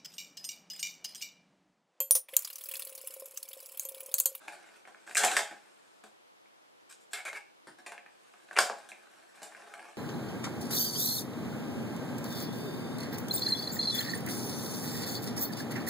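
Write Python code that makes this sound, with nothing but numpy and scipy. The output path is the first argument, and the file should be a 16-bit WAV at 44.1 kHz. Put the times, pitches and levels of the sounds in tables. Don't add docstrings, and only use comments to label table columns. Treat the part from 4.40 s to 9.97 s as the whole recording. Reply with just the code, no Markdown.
import sys
import numpy as np
from scipy import signal
from scipy.fft import rfft, irfft
from scipy.io import wavfile

SR = 44100
rng = np.random.default_rng(int(sys.argv[2]) if len(sys.argv) > 2 else 0)


def inscribe(sig):
    pcm = np.round(np.clip(np.atleast_2d(sig).T, -1, 1) * 32767)
    wavfile.write(sys.argv[1], SR, pcm.astype(np.int16))


N = 245637


def undb(db):
    return 10 ** (np.asarray(db) / 20)


def seconds(length_s):
    return np.arange(int(length_s * SR)) / SR


def decay(t, t60_s):
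    return np.exp(-np.log(1000) * t / t60_s)


def unit_energy(x):
    return x / np.sqrt(np.sum(x ** 2))


def value_at(curve, hz):
    freq_hz, value = np.transpose(curve)
    return np.interp(np.log(np.maximum(hz, 1)), np.log(freq_hz), value)


def noise(samples, spectrum):
    gain = undb(value_at(spectrum, np.fft.rfftfreq(samples, 1 / SR)))
    return irfft(rfft(rng.standard_normal(samples)) * gain, samples)


def add(track, start_s, sound):
    i = int(max(start_s, 0) * SR)
    track[i:i + len(sound)] += sound[:max(len(track) - i, 0)]


# freq_hz, relative_db
HUSH_MID = [(25, -37.5), (80, -25.5), (140, -14.5), (230, -14.5), (330, -5.5), (550, -5.5), (1050, -7),
            (2000, -12.5), (3200, -12.5), (7000, -20), (11000, -23.5), (15000, -32.5)]
HUSH_SIDE = [(15, -79.5), (25, -41), (150, -17.5), (191, -12.5), (278, -10), (344, -8), (394, -12),
             (438, -5.5), (621, -8.5), (769, -7.5), (3540, -21.5), (9770, -34), (15000, -40.5)]
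def hush(spectrum, rms_db):
    return undb(rms_db) * np.sqrt(N) * unit_energy(noise(N, spectrum))


# freq_hz, t60_s
ROOM_T60 = [(150, 0.47), (400, 0.33), (1000, 0.35), (2800, 0.39), (7000, 0.34), (13000, 0.25)]
# freq_hz, level_db
ROOM_LEVEL = [(150, -13), (500, 0.5), (1500, -6.5), (3000, -2), (7000, -1), (13000, -4.5)]
# freq_hz, side_re_mid_db
ROOM_WIDTH = [(100, -3), (350, -14.5), (1200, -8), (4500, -10.5), (8000, -6), (13000, 7)]
def room_tail(side=False, rise_s=0.0036, early_db=2, early_t60_s=0.094):
    t = seconds(.8)
    edges_hz = np.r_[0, np.geomspace(120, 12000, 14), SR]
    hz = np.fft.rfftfreq(len(t), 1 / SR)
    white = rfft(rng.standard_normal(len(t)))
    early = undb(early_db) * decay(t, early_t60_s)
    build_up = np.minimum(t / rise_s, 1) ** 2
    tail = 0
    for low_hz, high_hz in zip(edges_hz[:-1], edges_hz[1:]):
        in_band = (hz >= low_hz) & (hz < high_hz)
        centre_hz = hz[in_band].mean()
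        envelope = (decay(t, value_at(ROOM_T60, centre_hz)) + early) * build_up
        band = unit_energy(irfft(white * in_band, len(t)) * envelope)
        band_db = value_at(ROOM_LEVEL, centre_hz) + (value_at(ROOM_WIDTH, centre_hz) if side else 0)
        tail = tail + band * np.sqrt(in_band.mean()) * undb(band_db)
    return tail


def ring(modes, t, detune, extra_db=0):
    hz, t60_s, db = np.transpose(modes)
    hz = hz * (1 + detune * rng.standard_normal(len(hz)))
    gain = undb(db + extra_db + rng.standard_normal(len(hz)))
    phase = rng.uniform(0, 2 * np.pi, (len(hz), 1))
    waves = gain @ (np.sin(2 * np.pi * hz[:, None] * t + phase) * decay(t, t60_s[:, None]))
    radiated_hz = [hz.min() * .85, hz.max() * 1.15]
    return signal.sosfilt(signal.butter(2, radiated_hz, "band", fs=SR, output="sos"), waves)


# freq_hz, level_db
CRACK_SPECTRUM = [(300, -53), (2000, -3.5), (3000, 0.5), (3800, 0.5), (5300, -2), (6200, -2), (7400, -7),
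                  (9000, -1), (10500, -7), (13000, -16.5), (14500, -25)]
def crack(t, t60_s=.017, rise_s=0.0016):
    return noise(len(t), CRACK_SPECTRUM) * decay(t, t60_s) * np.minimum(t / rise_s, 1)


# freq_hz, t60_s, level_db
STAND_MODES = [(147, .15, -21), (209, 0.2, -8), (253, 0.113, -14), (339.7, 0.077, 2.5)]
BOARD_MODES = [(423, 0.043, -15), (570, 0.089, -15), (662.5, 0.1, -14), (760, 0.013, 0), (728.6, 0.2, -16),
               (819.4, 0.26, -16.5), (976, 0.012, -2.5)]
HOUSING_MODES = [(1125, 0.026, -4.5), (1300, 0.018, -4.5), (1516, 0.02, -2.5), (1570, 0.17, -27),
                 (1641, 0.015, 0), (1770, 0.022, -8), (2117, 0.018, -10), (2384, 0.0098, -0.5),
                 (2681, 0.015, -7.5)]
STEEL_MODES = [(6754, 0.028, -8.5), (7060, .14, -18), (7360, 0.13, -15.5), (7470, 0.0032, 12.5),
               (7880, 0.042, -7.5), (8580, .02, -12.5), (8600, 0.0062, 5), (12160, 0.0068, -4)]
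def lock_body(force, pitch_hz, focus_db, stand_db, board_db, crack_db, steel_db):
    t = seconds(.22)
    spot_db = -focus_db * np.log2(np.array(HOUSING_MODES)[:, 0] / pitch_hz) ** 2
    parts = [(crack(t), crack_db),
             (ring(STAND_MODES, t, detune=0.043), stand_db),
             (ring(BOARD_MODES, t, detune=0.013), board_db),
             (ring(HOUSING_MODES, t, detune=0.011, extra_db=spot_db), 0),
             (ring(STEEL_MODES, t, detune=0.014), steel_db)]
    return sum(undb(db) * unit_energy(signal.fftconvolve(force, part)) for part, db in parts)


def part_levels(level_db, wood_db, metal_db, medium_touch_db=-39.5):
    stand_db = -20 + 0.33 * wood_db - 0.3545 * (level_db - medium_touch_db)
    board_db = 0.5 + wood_db
    crack_db = -1.08 + metal_db
    steel_db = -3.5 + 1.75 * metal_db
    return stand_db, board_db, crack_db, steel_db


def catches(t, rate_per_s, spread_db):
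    hits = rng.random(len(t)) < rate_per_s / SR
    sizes = undb(spread_db * np.clip(rng.standard_normal(len(t)), -2, 2))
    return hits * sizes * rng.choice([-1, 1], len(t))


def blow(level_db, pitch_hz, rattle_db, parts_db, boost_db=22, focus_db=22):
    t = seconds(0.092)
    chatter = catches(t, rate_per_s=2500, spread_db=1.7) * decay(t, t60_s=0.18)
    force = undb(rattle_db) * unit_energy(chatter)
    force[0] += 1
    body = lock_body(force, pitch_hz, focus_db, *parts_db)
    return undb(level_db + boost_db) * np.linalg.norm(force) * body


def stick_slip(curve, stroke_s=.022, rate_per_s=2200, spread_db=4):
    times_s, levels_db = np.transpose(curve)
    t = times_s[0] + seconds(max(times_s[-1] - times_s[0], .01))
    for stroke in np.array_split(t, int((t[-1] - t[0]) / stroke_s) + 1):
        level_db = np.interp(stroke, times_s, levels_db)
        pressure = undb(level_db - 1 + rng.standard_normal())
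        friction = unit_energy(catches(stroke, rate_per_s, spread_db) * pressure)
        yield stroke[0], level_db.mean(), np.linalg.norm(pressure) * friction


# time_s, level_db
RUB_CURVES = [
    [(0, -62.5), (.38, -65.5), (.43, -83), (.66, -65.5)],
    [(1.06, -63), (1.6, -77.5)],
    [(3.7, -75.5), (4.1, -67), (4.4, -62), (4.93, -69.5), (5.0, -63.5), (5.28, -57.5), (5.36, -55.5),
     (5.5, -59.5), (5.57, -68.5)],
]
def rubs(pitch_hz=1650, focus_db=9, usual_db=-63):
    for curve in RUB_CURVES:
        for at_s, level_db, force in stick_slip(curve, stroke_s=.06, rate_per_s=1500, spread_db=5):
            press_db = level_db - usual_db
            parts_db = part_levels(level_db, -3.5 + 0.67 * press_db, -5 - 0.31 * press_db)
            yield at_s, np.linalg.norm(force) * lock_body(force, pitch_hz, focus_db, *parts_db)


def edge_ticks(rate_per_s=9, above_rub_db=4, spread_db=3, spread_oct=.18, rattle_db=-8):
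    for curve in RUB_CURVES:
        times_s, levels_db = np.transpose(curve)
        count = int((times_s[-1] - times_s[0]) * rate_per_s)
        starts_s = rng.uniform(times_s[0], times_s[-1], count)
        for start_s, (size, spot) in zip(starts_s, rng.standard_normal((count, 2))):
            level_db = np.interp(start_s, times_s, levels_db) + above_rub_db + spread_db * size
            pitch_hz = 1900 * 2 ** (spread_oct * spot)
            parts_db = part_levels(level_db, wood_db=-7, metal_db=-11)
            yield start_s, blow(level_db, pitch_hz, rattle_db, parts_db)


# start_s, level_db
BUMPS = [(1.111, -56), (1.638, -60), (3.2708, -51), (3.3854, -57), (5.020, -60)]
def bumps(pitch_hz=1600, rattle_db=5, stand_db=-3, board_db=-5, crack_db=-7, steel_db=-16):
    for start_s, level_db in BUMPS:
        yield start_s, blow(level_db, pitch_hz, rattle_db, (stand_db, board_db, crack_db, steel_db))


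# start_s, level_db, pitch_hz
HOUSING_TICKS = [(.2415, -54, 1970), (0.4527, -51, 2400), (.5464, -50, 1770), (0.6752, -44, 1840),
                 (2.058, -62.5, 3000), (3.579, -43.5, 1920), (3.6618, -49.5, 2100), (3.9387, -54, 1640),
                 (4.088, -55.5, 2000), (4.1109, -39, 1640), (4.1591, -40, 2534), (4.5176, -41.5, 2704),
                 (5.122, -53.5, 1800), (5.149, -46, 1860), (5.222, -50.5, 1983), (5.3939, -45, 2080)]
def housing_ticks(wood_db=-8, metal_db=-19, rattle_db=-7):
    for start_s, level_db, pitch_hz in HOUSING_TICKS:
        yield start_s, blow(level_db, pitch_hz, rattle_db, part_levels(level_db, wood_db, metal_db))


# start_s, end_s, level_db
GRATES = [(2.737, 2.805, -46.5), (2.853, 2.892, -40.5), (2.941, 2.977, -43.5)]
# freq_hz, t60_s, level_db
SQUEAL_MODES = [(2160, 0.087, -5), (2270, 0.046, -4)]
def grates(pitch_hz=1950, focus_db=26, stand_db=-33, board_db=-9, crack_db=-11, steel_db=-15):
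    for start_s, end_s, level_db in GRATES:
        for at_s, _, force in stick_slip([(start_s, level_db), (end_s, level_db)]):
            resonance = ring(SQUEAL_MODES, seconds(.22), detune=.004)
            squeal = undb(-2) * unit_energy(signal.fftconvolve(force, resonance))
            body = lock_body(force, pitch_hz, focus_db, stand_db, board_db, crack_db, steel_db)
            yield at_s, np.linalg.norm(force) * (body + squeal)


# start_s, end_s, level_db, change_db, pitch_hz, wood_db, metal_db
SCRAPES = [(.663, 0.738, -60, 2.5, 1900, -2.5, -0.5), (0.781, 0.965, -35.5, -4, 1750, -6, -3.5),
           (0.966, 1.066, -38.5, -26, 1720, -14, 2), (2.492, 2.529, -61, 5.5, 1700, -31, 3),
           (2.604, 2.645, -71, -6, 1900, -15, 3.5), (2.71, 2.734, -66.5, 4, 1880, -7, 4),
           (4.194, 4.276, -37.5, -19, 1190, -2, 2.5), (4.306, 4.371, -53.5, -13, 1390, 7.5, -12),
           (4.952, 4.988, -69, -12, 1804, 6, 5)]
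def scrapes(focus_db=15):
    for start_s, end_s, level_db, change_db, pitch_hz, wood_db, metal_db in SCRAPES:
        for at_s, stroke_db, force in stick_slip([(start_s, level_db), (end_s, level_db + change_db)]):
            parts_db = part_levels(stroke_db, wood_db, metal_db)
            yield at_s, np.linalg.norm(force) * lock_body(force, pitch_hz, focus_db, *parts_db)


# start_s, level_db, pitch_hz, wood_db, metal_db, rattle_db
CLACKS = [ (.078, -51, 1890, -6, -3.5, 3), (.081, -37.5, 2300, -4, -10.5, -10),
          (.1226, -52, 1890, -3, -4, 4.5), (0.4746, -52, 1660, 2, -8, -0.5),
          (.695, -51, 1950, -1.5, -4, -6), (0.7115, -42.5, 2140, -12, -10.5, -17),
          (0.749, -56.5, 1800, -8, 14.5, 4.5), (0.7538, -27, 2520, -14, -22, -16),
          (0.7695, -23.5, 2140, -19.5, 0, -1.5), (.778, -39, 1940, -10.5, 10, -27),
          (.835, -28.5, 1640, -4, 1.5, -1), (.8388, -26, 1670, 4.5, -4, -5.5),
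          (.848, -33.5, 1650, 3, 7.5, -6), (.914, -38.5, 1700, -1, 2.5, 2),
          (0.9666, -18.5, 1765, -13.5, -5, -5.5), (.992, -34, 1710, 3, -2, -4),
          (1.1109, -45.5, 1730, -1, -15, 0.5), (1.638, -57.5, 2040, 3, -0.5, 0.5),
          (2.733, -37.5, 1910, -13, 2, -0.5), (2.852, -46, 2200, 0.5, 1.5, -3.5),
          (2.9297, -40.5, 1969, -7, -7.5, -13.5), (3.463, -44.5, 2190, -3, -3.5, 3.5),
          (3.5197, -42.5, 1790, -3, -8.5, -2.5), (4.130, -52, 1788, 1, -2.5, -1),
          (4.165, -29, 2670, -12, -11, 3), (4.1729, -24.5, 1760, -5, -15, -10),
          (4.1869, -15, 1245, -8.5, -6.5, -11), (4.203, -36.5, 1250, 3.5, 0, 1.5),
          (4.2979, -32, 1440, 2.5, -15, -11), (4.3844, -56, 1610, -5.5, -1.5, -2),
          (4.4889, -53, 1770, -11, 1, 2), (5.019, -52.5, 1763, 7, -1, 1.5), (5.030, -52, 1827, 0, 5, 1),
          (5.338, -41.5, 1767, -11, -8.5, -15)]
def clacks():
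    for start_s, level_db, pitch_hz, wood_db, metal_db, rattle_db in CLACKS:
        yield start_s, blow(level_db, pitch_hz, rattle_db, part_levels(level_db, wood_db, metal_db))


# freq_hz, t60_s, level_db
BAR_MODES = [(970, 0.092, -5), (1100, 0.17, -17), (1213, 0.078, -6), (1385, 0.2, 0), (1520, 0.06, 3),
             (4050, 0.26, -22), (4430, 0.33, -18), (4635, 0.06, 4), (4810, 0.016, 12.5), (5380, 0.017, 14),
             (5730, 0.067, -12)]
def bar_snap(start_s=4.1867, energy_db=-0.5):
    return start_s, undb(energy_db) * unit_energy(ring(BAR_MODES, seconds(.4), detune=0.0014))


def scene(pan_left_db=0.13, direction_count=6):
    touches = [*clacks(), *housing_ticks(), *bumps(), *scrapes(), *grates(), *rubs(),
               bar_snap(), *edge_ticks()]
    directions = np.zeros((direction_count, N))
    for k, (start_s, sound) in enumerate(touches):
        add(directions[k % direction_count], start_s, sound)
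    mid = hush(HUSH_MID, rms_db=-68)
    side = hush(HUSH_SIDE, rms_db=-61)
    for direct in directions:
        mid = mid + direct + signal.fftconvolve(direct, room_tail())[:N]
        side = side + signal.fftconvolve(direct, room_tail(side=True))[:N]
    return np.array([(mid + side) * undb(pan_left_db), (mid - side) * undb(-pan_left_db)])


def record(dry, cutoff_hz=14300):
    return signal.sosfilt(signal.ellip(8, .2, 70, cutoff_hz, fs=SR, output="sos"), dry)


dry = scene()
out = record(dry)
inscribe(out)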